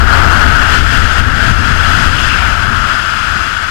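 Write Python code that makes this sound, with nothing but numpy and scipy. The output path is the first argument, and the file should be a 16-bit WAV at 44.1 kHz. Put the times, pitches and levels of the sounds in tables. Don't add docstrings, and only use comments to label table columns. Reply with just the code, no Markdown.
import sys
import numpy as np
from scipy import signal
from scipy.fft import rfft, irfft
from scipy.io import wavfile

SR = 44100
rng = np.random.default_rng(int(sys.argv[2]) if len(sys.argv) > 2 else 0)


def store_wav(level_fs):
    pcm = np.round(np.clip(np.atleast_2d(level_fs), -1, 1) * 32767)
    wavfile.write(sys.argv[1], SR, pcm.T.astype(np.int16))


N = 163170


def amp(db):
    return 10 ** (np.asarray(db) / 20)


def unit(x):
    return x / np.sqrt(np.mean(x ** 2) + 1e-20)


def curve(table, column=1):
    rows = np.array(table)
    return np.interp(np.arange(N) / SR, rows[:, 0], rows[:, column])


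def swell(peak_s, spread_s):
    return np.exp(-.5 * ((np.arange(N) / SR - peak_s) / spread_s) ** 2)


def noise(colour, resonances=()):
    hz = np.fft.rfftfreq(N, 1 / SR)
    colour_hz, colour_db = np.transpose(colour)
    shape_db = np.interp(np.log(hz + 1), np.log(colour_hz), colour_db)
    for centre_hz, width_hz, lift_db in resonances:
        shape_db += lift_db / (1 + (2 * (hz - centre_hz) / width_hz) ** 2)
    return unit(irfft(rfft(rng.standard_normal(N)) * amp(shape_db), N))


def wander(rate_hz):
    hz = np.fft.rfftfreq(N, 1 / SR)
    return unit(irfft(rfft(rng.standard_normal(N)) * (hz > 2) / (1 + (hz / rate_hz) ** 2), N))


def blown(pitch_hz, width_hz):
    offset_hz = np.fft.fftfreq(N, 1 / SR)
    real, imag = rng.standard_normal((2, N))
    flutter = np.fft.ifft((real + 1j * imag) / (1 + abs(2 * offset_hz / width_hz) ** 1.71))
    carrier = np.exp(2j * np.pi * pitch_hz * np.arange(1, N + 1) / SR)
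    return unit((flutter * carrier).real)


def steadied(x, samples):
    window = np.hanning(samples)
    power = signal.fftconvolve(x ** 2, window, "same") / signal.fftconvolve(np.ones(N), window, "same")
    return x / np.sqrt(power + 1e-9)


def whistles():
    # peak_s, spread_s, pitch_hz, width_hz, level_db
    catches = [(0.733, 0.05, 2750, 600, -27.5), (2.19, 0.02, 2870, 380, -22),
               (2.315, 0.028, 2730, 360, -20.5), (2.416, 0.088, 2393, 1100, -25.5),
               (2.44, .05, 858, 200, -28.5)]
    return sum(amp(level_db) * swell(peak_s, spread_s) * blown(pitch_hz, width_hz)
               for peak_s, spread_s, pitch_hz, width_hz, level_db in catches)


def hiss(flow_db):
    # frequency_hz, gain_db
    colour = [(400, -28), (900, -2.5), (1400, -6.5), (1750, -5), (2050, 1), (2400, 2.5), (2780, 6.5),
              (3100, 3), (3400, -0.5), (3550, -4.5), (3850, -7.5), (4500, -7.5), (5100, -4.5),
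              (5900, -12.5), (6900, -14), (8100, -15), (8900, -19), (10100, -18), (11500, -22.5),
              (12300, -26), (13000, -24), (14200, -30), (15700, -51)]
    # centre_hz, width_hz, lift_db
    resonances = [(3375, 200, 5), (3710, 99, 4), (4100, 170, 6.5), (4550, 210, 4), (5040, 400, 4),
                  (6370, 350, 8), (7340, 340, 5.5), (8330, 350, 2.5)]
    return amp(flow_db - 24) * noise(colour, resonances)


def rush(flow_db):
    # time_s, relative_db
    levels = [(0, -22), (.24, -21), (.5, -24.5), (.7, -26), (.82, -31.5), (1.3, -27), (1.7, -29.5),
              (1.88, -29.5), (2.12, -30), (2.33, -34.5), (2.46, -26.5), (2.58, -27), (2.8, -29.5),
              (3.08, -33.5), (3.35, -32), (3.7, -33.5)]
    # frequency_hz, gain_db
    colour = [(80, -24), (220, 4.5), (330, 1), (500, -5.5), (600, 1.5), (690, 5.7), (790, 1.5), (900, 5),
              (1100, 0), (2000, -4), (5000, -33)]
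    trim_db, flow_follow = 1.5, 0.99
    return amp(curve(levels) + trim_db + flow_follow * flow_db) * noise(colour)


def cavity_howl(flow_db):
    # time_s, relative_db, bend_hz
    blowing = [(0, -13.5, 10.5), (.15, -12.5, -35), (.37, -13, -40), (.62, -13.5, 15.5), (.8, -17.5, 45),
               (1.1, -16.5, 20), (1.38, -15, 54), (1.52, -17, 24), (1.9, -16, 15.5), (2.2, -19, 10),
               (2.5, -16, 4.5), (2.78, -15.5, -39), (3.05, -17, -20.5), (3.7, -18, 0.5)]
    # frequency_hz, gain_db
    colour = [(800, -31), (1050, -14.5), (1180, -8), (1310, -0.5), (1480, 0), (1600, -3), (1800, -8.5),
              (2000, -14.5), (2600, -28), (5000, -81)]
    trim_db, flow_follow, flicker_db = 0.4, 0.72, 0.93
    bend = np.exp(2j * np.pi * np.cumsum(curve(blowing, column=2)) / SR)
    howl = steadied((signal.hilbert(noise(colour)) * bend).real, samples=7000)
    level_db = curve(blowing) + trim_db + flow_follow * flow_db + flicker_db * wander(rate_hz=37)
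    return amp(level_db) * howl


def buffet():
    # time_s, relative_db
    buffeting = [(0, -14), (.2, -14.5), (.48, -14), (.64, -17.3), (.8, -15), (.9, -17.5), (1.02, -15.8),
                 (1.15, -18), (1.5, -15.5), (1.68, -18), (1.86, -15), (2.2, -18.2), (2.78, -19),
                 (3.06, -29), (3.35, -22.5), (3.5, -28), (3.7, -27.5)]
    # peak_s, lift_db
    thumps = [(.03, 4), (.19, 3.5), (.27, 3), (.48, 3.5), (.77, 2), (.835, 4.5), (.98, 2.5), (1.045, 3.5),
              (1.205, 6), (1.275, 4), (1.509, 5), (1.595, 4), (1.715, 4.5), (2.08, 4)]
    # frequency_hz, gain_db
    throb_colour = [(25, -15.5), (55, -3.5), (78, 2.5), (98, -2.5), (120, -8.5), (150, -13.5), (185, -16.5),
                    (240, -15.5), (330, -26), (600, -39), (1500, -78)]
    # frequency_hz, gain_db
    rumble_colour = [(5, -11), (20, 4), (42, -1), (60, 2), (100, -18.5), (160, -16.5), (220, -24.5),
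                     (500, -27.5), (1500, -71.5)]
    throb_trim_db, rumble_trim_db, rumble_follow = -1.1, 2, 1.29
    thump_db = sum(lift_db * swell(peak_s, spread_s=0.013) for peak_s, lift_db in thumps)
    strength_db = curve(buffeting) + thump_db
    throb = amp(strength_db + throb_trim_db) * steadied(noise(throb_colour), samples=5000)
    rumble_db = rumble_follow * strength_db + rumble_trim_db
    rumble = amp(rumble_db) * steadied(noise(rumble_colour), samples=6000)
    return throb + rumble


def scene():
    # time_s, relative_db
    airflow = [(0, -2), (.06, -4), (.14, 2), (.21, 0), (.37, 1), (.52, 0.1), (.66, 1), (.75, 4.5),
               (.85, -1.5), (.94, 3.5), (1.07, -.5), (1.195, 2.6), (1.22, -4), (1.33, -3), (1.41, 0.5),
               (1.5, 1.7), (1.53, -1.5), (1.63, -1.5), (1.7, 1.3), (1.74, -1), (1.86, 2), (2.06, 3),
               (2.1, 0), (2.21, 2.5), (2.45, 0), (2.66, -2.5), (2.93, 0), (3.12, -1.5), (3.32, -0.8),
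               (3.7, -3.5)]
    gust_db = .45 * wander(rate_hz=20)
    flow_db = curve(airflow) + gust_db
    wind = buffet() + rush(flow_db) + cavity_howl(flow_db) + hiss(flow_db) + whistles()
    return np.array([wind, np.zeros(N)])


def record(dry):
    drive_db, cutoff_hz = 6, 15700
    clipped = np.clip(dry * amp(drive_db), -1, 1)
    band_limit = signal.firwin(511, cutoff_hz, window=("kaiser", 9), fs=SR)
    return signal.oaconvolve(clipped, band_limit[None], "same")


dry = scene()
out = record(dry)
store_wav(out)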